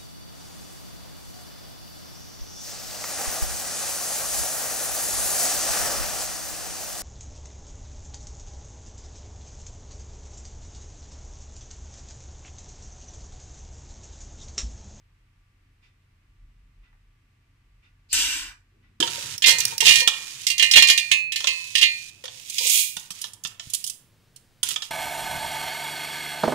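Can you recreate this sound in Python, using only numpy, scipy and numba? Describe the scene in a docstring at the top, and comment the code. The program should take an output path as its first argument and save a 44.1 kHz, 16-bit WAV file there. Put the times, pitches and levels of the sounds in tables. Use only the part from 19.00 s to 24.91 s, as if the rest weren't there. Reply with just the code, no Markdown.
"""A small kitchen, a phone very close: its right microphone faces the jar and overloads.
Fingers sweep nuts off a ceramic plate into a steel jar in several handfuls; the wall clacks and rings,
the air inside plops, the rim sings. Salted lentils follow in one hissing pour of tiny impacts.
Then the plate is tapped, wiped clean and put aside."""
import sys
import numpy as np
from scipy import signal
from scipy.fft import rfft, irfft, next_fast_len
from scipy.io import wavfile
from scipy.ndimage import uniform_filter1d, minimum_filter1d
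from numba import njit

SR = 44100
rng = np.random.default_rng(int(sys.argv[2]) if len(sys.argv) > 2 else 0)


def wrap_up_sound(samples):
    """Save the sound to the file named by the first command line argument, as 16-bit audio."""
    columns = np.atleast_2d(samples).T
    # keep every value between -1 and 1, then stretch to whole-number steps
    tamed = np.clip(columns, -1, 1)
    steps = np.round(tamed * 32767).astype(np.int16)
    wavfile.write(sys.argv[1], SR, steps)


N = 260566
TIME_S, HIT_TIME_S = np.arange(N) / SR, np.arange(SR // 3) / SR
POUR_FULL_S, HEAP_DELAY_S = 3.656, 0.066


def amp(db):
    """Decibels to gain."""
    return 10 ** (np.asarray(db) / 20)

def unit(x):
    """Scale to rms 1."""
    return x / np.sqrt(np.mean(x ** 2) + 1e-20)

def along(points, hz):
    """Interpolate (freq_hz, value) points on a log axis."""
    freqs, values = np.transpose(points)
    return np.interp(np.log(hz + 1), np.log(freqs + 1), values)

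def filtered(x, response):
    """Apply a frequency response."""
    size = next_fast_len(N + 8192)
    return irfft(rfft(x, size) * response(np.fft.rfftfreq(size, 1 / SR)), size)[..., :N]

def band(x, colour, lo_hz=1, hi_hz=SR, order=12):
    """Colour x between two steep edges; rms 1."""
    def response(hz):
        return amp(along(colour, hz)) / (1 + (lo_hz / (hz + 1)) ** order) / (1 + (hz / hi_hz) ** order)
    return unit(filtered(x, response))

def noise(shared):
    """Stereo white noise with a shared fraction of power."""
    return np.sqrt(shared) * rng.standard_normal(N) + np.sqrt(1 - shared) * rng.standard_normal((2, N))

def grains(rate_per_s):
    """Tiny random impacts, sized differently at each microphone."""
    return unit((rng.random(N) < rate_per_s / SR) * noise(0.32))

def add(track, start_s, sound):
    """Mix a sound in at start_s."""
    start = round(start_s * SR)
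    part = sound[..., :N - start]
    track[..., start:start + part.shape[-1]] += part

def decay(t60_s, attack_s):
    """Envelope of one blow."""
    return amp(-60 * HIT_TIME_S / t60_s) * (1 - np.exp(-HIT_TIME_S / attack_s))

def snap(t60_s, attack_s, snap_db=-6.5, snap_t60_s=0.04):
    """Envelope of a hard contact: brief snap over a longer decay."""
    return 0.8 * decay(t60_s, attack_s) + amp(snap_db) * decay(snap_t60_s, attack_s)

def blow(texture, envelope, ripple_db=5, spacing_hz=170):
    """Dense, short-lived modes; each contact point favours different ones."""
    size = len(envelope)
    start = rng.integers(N - size)
    spectrum = rfft(texture[:, start:start + size])
    hz = np.fft.rfftfreq(size, 1 / SR)
    favour = np.interp(hz / spacing_hz, np.arange(len(hz)), rng.uniform(-2.03, 1, len(hz)))
    return unit(irfft(spectrum * amp(ripple_db * favour), size)) * envelope


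def stroke(start_s, length_s, attack_s=0.034, sag_db_per_s=7, release_db_per_s=332.5):
    """Stroke gain: fingers press, ease off, lift."""
    age_s = np.maximum(TIME_S - start_s, 0)
    drop_db = sag_db_per_s * age_s + release_db_per_s * np.maximum(age_s - length_s, 0)
    return np.minimum(age_s / attack_s, 1) * amp(-drop_db)

# Crumb, salt and skin spectra: freq_hz, gain_db
CRUMB_COLOUR = [(1200, -31), (1800, -5.5), (2500, 4), (3800, 4.5), (6600, 4.5), (10000, -4), (15500, -15)]
SALT_COLOUR = [(4000, -10.5), (9000, 0.5), (15500, -10.5)]
SKIN_COLOUR = [(40, -23), (70, -1.5), (110, 6.5), (240, -9.5), (470, -7), (650, -19.5), (950, -5.5),
               (2500, -4), (3500, -35)]
# Finger strokes on the plate: start_s, length_s, crumbs_db, skin_db
STROKES = [(0, 0.35, -34, -43.5), (.5, 0.24, -35.5, -43.5), (0.823, 0.17, -21.5, -41.5),
           (1.136, 0.31, -37.5, -54), (1.592, 0.6, -40, -58), (2.368, 0.72, -38.5, -67),
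           (3.12, 0.15, -57, -78), (3.284, 0.78, -45.5, -71), (4.0, 0.031, -56, -72),
           (4.125, .15, -45, -63), (4.475, 0.047, -56, -58), (4.6, 0.23, -48.5, -86),
           (5.631, .1, -33.5, -49), (5.809, 0.048, -41, -68)]

def wiping(salt_db=-6, catch_db=-8):
    """Crumbs scrape and catch on the glaze, skin rubs; salt crackles from the pour's peak on."""
    crumb_gain, skin_gain = sum(amp([[crumbs_db], [skin_db]]) * stroke(start_s, length_s)
                                for start_s, length_s, crumbs_db, skin_db in STROKES)
    salt = amp(salt_db) * (TIME_S > POUR_FULL_S) * band(grains(700), SALT_COLOUR, lo_hz=3000)
    impulses = grains(rate_per_s=60)
    click = blow(noise(0.4), decay(0.02, 0.00034))
    catches = signal.fftconvolve(impulses, click, axes=1)[:, :N]
    scrape = band(grains(5200), CRUMB_COLOUR) + amp(catch_db) * band(catches, CRUMB_COLOUR)
    return crumb_gain * (scrape + salt) + skin_gain * band(noise(0.91), SKIN_COLOUR)


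# Hand bumps: start_s, level_db, pitch_hz
BUMPS = [(.001, -21.5, 296), (0.014, -20, 350), (3.968, -41, 175), (4.107, -42.5, 169), (4.45, -40, 155),
         (4.671, -36, 119)]

def hand_bumps(gain_db=3, t60_s=0.039):
    """The hand bumps jar and table: one low damped mode each."""
    out = np.zeros(N)
    for start_s, level_db, pitch_hz in BUMPS:
        tone = np.sin(2 * np.pi * pitch_hz * HIT_TIME_S)
        add(out, start_s, amp(level_db + gain_db) * decay(t60_s, 0.0008) * tone)
    return out


# Plate on jar rim and table: start_s, clack_db, treble_re_clack_db
TAPS = [(.0024, -11.5, -12), (0.0254, -12, -34), (0.074, -18, -26), (1.075, -3.5, -9), (1.1372, -24.5, -22),
        (2.4035, -20, -17), (2.4421, -15, -23), (3.239, -29, -9.5), (3.2543, -26, -15.5),
        (3.2795, -28, -23.5), (3.9668, -21, -9.5), (4.1047, -27.5, -3), (4.2406, -22.5, -12),
        (4.4492, -19.5, -19.5), (4.5959, -25, -25.5), (5.6304, -17, 1.5), (5.687, -23, 2),
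        (5.7076, -24.5, -5.5), (5.76, -17.5, -24.5), (5.821, -21.5, -19.5)]
# Crumbs flicked off the glaze: start_s, treble_db
CRUMB_TICKS = [(3.4973, -25), (3.5418, -31.5), (3.669, -15), (3.697, -13.5), (3.996, -35.5), (4.1154, -34),
               (4.2148, -24), (4.333, -37), (4.4365, -29.5), (4.47, -31.5), (4.6993, -31.5),
               (4.7349, -17.5), (4.746, -18.5), (4.8405, -22.5), (4.8645, -28), (4.8733, -24),
               (4.8975, -24), (5.3607, -40)]
# Plate spectrum: freq_hz, gain_db
PLATE_COLOUR = [(300, -7), (600, -19), (1000, -7.5), (2200, -5.5), (3200, 10.5), (4200, 1), (6000, 0),
                (9500, 0.5), (15500, -14.5)]
# Held plate's modes: pitch_hz, level_db, t60_s
PLATE_MODES = [(990, -7, .045), (1360, -5, .05), (1810, -3, .05), (2850, -3, .04), (3090, -2, .035),
               (3590, -2, .05)]

def plate_taps(t60_s=0.1, clack_gain_db=-6, treble_gain_db=3, knock_gain_db=-2, modes_gain_db=-12):
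    """The held plate rings briefly: hollow knocks and dry ticks, treble dying first."""
    knock = band(noise(0.76), PLATE_COLOUR, 420, 1400)
    clack = band(noise(0.15), PLATE_COLOUR, 1800, 7500)
    treble = band(noise(0.083), PLATE_COLOUR, 4100)
    clack_envelope = snap(t60_s, 0.0004, snap_db=-3.5, snap_t60_s=0.022)
    heavy = [(start_s, db, db + treble_re_db, db - 18) for start_s, db, treble_re_db in TAPS]
    light = [(start_s, db - 8.5, db, db - 85) for start_s, db in CRUMB_TICKS]
    out = np.zeros((2, N))
    for start_s, clack_db, treble_db, knock_db in heavy + light:
        tap = amp(clack_db + clack_gain_db) * blow(clack, clack_envelope)
        tap += amp(treble_db + treble_gain_db) * blow(treble, decay(0.46 * t60_s, 0.0015))
        tap += amp(knock_db + knock_gain_db) * blow(knock, decay(0.74 * t60_s, 0.0013))
        for pitch_hz, level_db, mode_t60_s in PLATE_MODES:
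            # heavy contacts reach the low modes
            force_db = np.interp(pitch_hz, [1000, 2800], [knock_db + 16, clack_db])
            gripped_hz = pitch_hz * rng.normal(1, 0.04)  # the grip keeps changing
            gain = amp(force_db + level_db + modes_gain_db + rng.normal(0, 2))
            tap += gain * decay(mode_t60_s, 0.00087) * np.sin(2 * np.pi * gripped_hz * HIT_TIME_S)
        add(out, start_s, tap)
    return out


# Soft landings: start_s, upper_mode_db, lower_mode_db
LANDINGS = [(.027, -23, -32.5), (0.179, -50, -37), (.478, -46.5, -30), (0.522, -31.5, -37),
            (0.582, -35.5, -43.5), (0.723, -32, -45), (0.824, -23.5, -32), (1.018, -33.5, -32.5),
            (2.44, -62, -36.5), (2.48, -38, -41.5), (3.239, -52, -36.5), (3.607, -40, -38.5),
            (3.655, -47, -39)]
# Air in the jar: pitch_hz, t60_s
AIR_MODES = [(950, .09), (505, .075)]

def air_plops(gain_db=4):
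    """Soft landings excite two hollow air modes in the jar."""
    out = np.zeros(N)
    for start_s, *levels_db in LANDINGS:
        for level_db, (pitch_hz, t60_s) in zip(levels_db, AIR_MODES):
            tone = np.sin(2 * np.pi * pitch_hz * rng.normal(1, 0.042) * HIT_TIME_S)
            add(out, start_s, amp(level_db + gain_db) * decay(t60_s, 0.0012) * tone)
    return out


# Fingernail flicks: start_s, level_db, pitch_hz
NAILS = [(0.3794, -22, 5480), (0.603, -12, 6200), (0.6523, -7, 5370), (0.681, -24, 5900),
         (0.7798, -14.5, 5300)]

def nail_ticks(width=0.22, gain_db=2, t60_s=0.022):
    """A nail snaps off the glaze: one broad, bright, brief resonance."""
    out = np.zeros((2, N))
    for start_s, level_db, hz in NAILS:
        peak = [(hz / 4, -26), (hz * (1 - width), -13), (hz, 0), (hz * (1 + width), -13), (3 * hz, -20)]
        texture = band(noise(0.28), peak, lo_hz=1600)
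        add(out, start_s, amp(level_db + gain_db) * blow(texture, decay(t60_s, 0.0004)))
    return out


# Single nuts on steel: start_s, clack_db, treble_re_clack_db, knock_re_clack_db
NUTS = [(0.422, -17, -3.5, -15.5), (0.4408, -3, -24.5, -31), (0.5843, -26.5, 7, -23.5),
        (.605, -20, -2, -29.5), (.805, -15.5, 1.5, -11.5), (0.9558, -9, -5.5, -35),
        (1.0022, -13.5, -5, -24), (1.4675, -13.5, -0.5, -46.5), (1.5015, -14, -4, -44.5),
        (1.5803, -18, -2, -42), (1.5961, -8.5, -13, -29.5), (1.6255, -7.5, -8, -18), (1.712, -18, 6, -14.5),
        (1.736, -4.5, -14.5, -23.5), (1.8232, -5, -7, -24), (1.8727, -14.5, -4.5, -38.5),
        (1.8855, -7.5, -8.5, -26), (1.8999, -8.5, -0.5, -18), (1.9765, -7, -8.5, -48),
        (2.115, -6.5, -9.5, -27), (2.3207, -16.5, -11, -50), (2.359, -18.5, -3.5, -20),
        (2.4711, -10.5, -8.5, -28), (2.7527, -6, -12, -44), (2.7807, -12.5, -9, -41),
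        (2.8133, -9.5, -9, -50), (3.5825, -17.5, -1.5, -32)]
# Handfuls: middle_s, length_s, clack_db, treble_re_clack_db, knock_re_clack_db, ring_re_clack_db
HANDFULS = [(0.482, 0.057, -9, -2, -12, 2.5), (0.879, .065, -4.5, -8.5, -20, 2),
            (1.769, .03, -1, -12, -19, 1), (2.827, .014, -8, -16, -26.5, 1)]

def nut_strikes(per_handful=5, edge_db=-4.5):
    """Nuts land singly or in clusters. Rows: start_s, clack_db, treble_db, knock_db, ring_db."""
    # a squarer hit (more knock) rings the wall more
    nuts = [(start_s, db, treble, knock, 8 + 0.21 * knock) for start_s, db, treble, knock in NUTS]
    for middle_s, length_s, db, *colour in HANDFULS:
        slots = np.arange(per_handful) + 0.5 + rng.uniform(-0.25, 0.25, per_handful)
        for place in 2 * slots / per_handful - 1:
            nuts.append((middle_s + place * length_s / 2, db + edge_db * place ** 2, *colour))
    return [(start_s, db, db + treble, db + knock, db + ring) for start_s, db, treble, knock, ring in nuts]

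# Jar impact spectrum: freq_hz, gain_db
JAR_COLOUR = [(200, -22), (500, -22), (1400, -23.5), (1900, -8.5), (2400, 2), (3200, 2.5), (4500, 2.5),
              (6000, 0.5), (9000, -8), (15500, -20)]

def nut_clacks(strikes, clack_gain_db=-8, knock_gain_db=-5, bounce_db=-10):
    """Dull knock, clack of dense wall modes and bright crack; each nut then bounces twice."""
    knock = band(noise(0.24), JAR_COLOUR, 110, 1800)
    clack = band(noise(0.69), JAR_COLOUR, 1736, 4400)
    treble = band(noise(0.043), JAR_COLOUR, 3706)
    out = np.zeros((2, N))
    for start_s, clack_db, treble_db, knock_db, _ in strikes:
        strike = amp(clack_db + clack_gain_db) * blow(clack, snap(t60_s=0.089, attack_s=0.0024))
        strike += amp(treble_db) * blow(treble, snap(t60_s=0.093, attack_s=0.00048))
        thump = amp(knock_db + knock_gain_db) * blow(knock, decay(t60_s=0.1, attack_s=0.003))
        add(out, start_s, strike + thump)
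        for bounce, wait_s in enumerate(np.cumsum(rng.uniform(0.0046, 0.02, size=2)), 1):
            add(out, start_s + wait_s, amp(bounce_db * np.sqrt(bounce)) * strike[::-1])  # channels swap
    return out


@njit
def resonate(drive, turn, loss):
    """One mode with time-varying loss per sample."""
    out, state = np.zeros(len(drive), np.complex128), 0j
    for n in range(len(drive)):
        state = state * turn * (1 - loss[n]) + drive[n]
        out[n] = state
    return out

# Steel wall modes: pitch_hz, level_db, base_t60_s
WALL_MODES = [(1109, -24, .4), (1793, -11, .25), (1857, -12.5, .65), (2078, -7, .45), (2164, -9, .25),
              (2419, -7, .88), (2482, -7.5, .6), (2664, -9, .25), (2771, 2.5, .25), (2873, -6, .35),
              (2942, -4, .2), (3105, -2, .16), (3203, -4, .14), (3289, -3, .2), (3354, -4, .17),
              (3712, -5, .26), (4040, -10, .2), (4213, -6, .6), (4377, -12, .7), (4920, -17, .3),
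              (5190, -17, .25), (5889, -13, .2), (6640, -17, .3)]
# Hand on the jar: time_s, damping_factor
GRIP = [(0, 1.46), (1.4, 1.11), (1.75, 1.25), (2.5, 1.32), (2.8, 1.08), (3.2, 2.33)]

def steel_ring(strikes, scatter_db=4, lentil_db=-50):
    """Nuts kick the wall's modes at random strengths, lentils keep them humming, the hand damps them."""
    start_s, *_, ring_db = np.transpose(strikes)
    starts = (start_s * SR).astype(int)
    damping = np.interp(TIME_S, *np.transpose(GRIP))
    shape = (len(strikes), len(WALL_MODES))
    kicks = amp(ring_db[:, None] + rng.normal(0, scatter_db, shape)) * np.sign(rng.standard_normal(shape))
    hiss = band(rng.standard_normal(N), LENTIL_COLOUR, 2250, 7100)
    patter = amp(lentil_db) * flow(POUR_FULL_S + HEAP_DELAY_S) * hiss
    out = np.zeros(N)
    for (pitch_hz, level_db, base_t60_s), mode_kicks in zip(WALL_MODES, kicks.T):
        drive = amp(level_db) * (np.bincount(starts, mode_kicks, N) + patter)
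        loss = damping * np.log(1000) / (base_t60_s * SR)
        out += resonate(drive, np.exp(2j * np.pi * pitch_hz / SR), loss).real
    # the ring carries no bass: only what lies above about 1.1 kHz is heard
    return signal.sosfilt(signal.butter(4, 1150, "high", fs=SR, output="sos"), out)

def stereo_ring(strikes, shared=0.33):
    """Both microphones hear the near wall; the left also hears the far side."""
    near, far = steel_ring(strikes), steel_ring(strikes)
    return np.array([np.sqrt(shared) * near + np.sqrt(1 - shared) * far, near])


# Nuts catching the rim: start_s, level_db
RIM_HITS = [(2.114, -16), (2.473, -23), (2.83, -32)]

def rim_note(pitch_hz=2587, t60_s=0.84):
    """The rim sings one note; each hit stops and restarts it."""
    out = np.zeros(N)
    for start_s, level_db in RIM_HITS:
        age_s = np.maximum(TIME_S - start_s, 0)
        note = amp(level_db - 60 * age_s / t60_s) * np.sin(2 * np.pi * pitch_hz * age_s)
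        out = np.where(TIME_S > start_s, note, out)
    return out


def flow(full_s, hold_s=0.14, rise_db_per_s=123, fall_db_per_s=165.5):
    """Pour gain: swells until full_s, holds, dies as the plate empties."""
    early_s = np.maximum(full_s - TIME_S, 0)
    late_s = np.maximum(TIME_S - POUR_FULL_S - hold_s, 0)
    return amp(-rise_db_per_s * early_s - fall_db_per_s * late_s)

# Lentil impact spectrum: freq_hz, gain_db
LENTIL_COLOUR = [(900, -32), (1700, -24), (2050, -8), (2400, 1), (2900, -2), (3600, 0), (5000, -2),
                 (7000, 2), (10000, 0), (15500, -4)]

def lentils(patter_db=-24, fizz_db=-19):
    """Light grains patter on the steel, then fizz on the heap."""
    stream = grains(rate_per_s=13000)
    patter = amp(patter_db) * flow(POUR_FULL_S) * band(stream, LENTIL_COLOUR, 1696, 6800)
    fizz = amp(fizz_db) * flow(POUR_FULL_S + HEAP_DELAY_S) * band(stream, LENTIL_COLOUR, 6500)
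    return patter + fizz


# Room decay: freq_hz, t60_s
ROOM_DECAY = [(150, 0.27), (1000, 0.77), (4000, 0.28), (9000, 0.33), (16000, 0.46)]

def kitchen(x, delay_s=0.006):
    """Tiled walls reverberate, each frequency at its own decay rate."""
    hz, t, spectra = signal.stft(rng.standard_normal((2, SR // 2)), SR, nperseg=256)
    fade = amp(-60 * t / along(ROOM_DECAY, hz)[:, None])
    _, tail = signal.istft(spectra * fade, SR, nperseg=256)
    tail = np.pad(tail / np.linalg.norm(tail[0]), ((0, 0), (round(delay_s * SR), 0)))
    return signal.fftconvolve(x, tail, axes=1)[:, :N]

# Microphone balance: freq_hz, left_minus_right_db
BALANCE = [(100, -1), (400, 0), (800, 11.5), (1300, 2), (2300, -9), (3200, -12), (4400, -4.5),
           (8000, -13.5), (15000, -4)]

def microphones(hz, left_lag_s=0.00059):
    """Stereo response: the right side faces the jar, so it hears earlier and brighter."""
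    left = amp(along(BALANCE, hz))
    delay = np.exp(-2j * np.pi * hz * left_lag_s)
    return np.array([left * delay, np.ones_like(left)]) * 2 / (1 + left)

# Room noise spectrum: freq_hz, gain_db
ROOM_COLOUR = [(25, -5.5), (65, -10), (108, 1.5), (175, -8), (300, -14), (880, -21.5), (1500, -21.5),
               (4000, -24.5), (16000, -35)]

def scene(ring_db=-15, jar_room_db=-13, plate_room_db=-10, floor_db=-61):
    """Sources and reverb at the microphones, over faint room noise."""
    strikes = nut_strikes()
    jar = nut_clacks(strikes) + lentils()
    handling = plate_taps() + nail_ticks() + air_plops() + hand_bumps()
    reverb = kitchen(amp(jar_room_db) * jar + amp(plate_room_db) * handling)
    mix = jar + handling + amp(ring_db) * stereo_ring(strikes) + rim_note() + wiping() + reverb
    return filtered(mix, microphones) + amp(floor_db) * band(noise(0.8), ROOM_COLOUR)

def record(dry, ceiling=3.7, hold_s=0.0008, hardness=6, top_hz=15700):
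    """Fast limiter, soft clip at full scale, low-pass."""
    size = round(hold_s * SR)
    needed_gain = np.minimum(1, ceiling / (np.abs(dry) + 1e-9))
    limited = dry * uniform_filter1d(minimum_filter1d(needed_gain, size), size)
    clipped = limited / (1 + np.abs(limited) ** hardness) ** (1 / hardness)
    return filtered(clipped, lambda hz: hz < top_hz)


dry = scene()
out = record(dry)
wrap_up_sound(out)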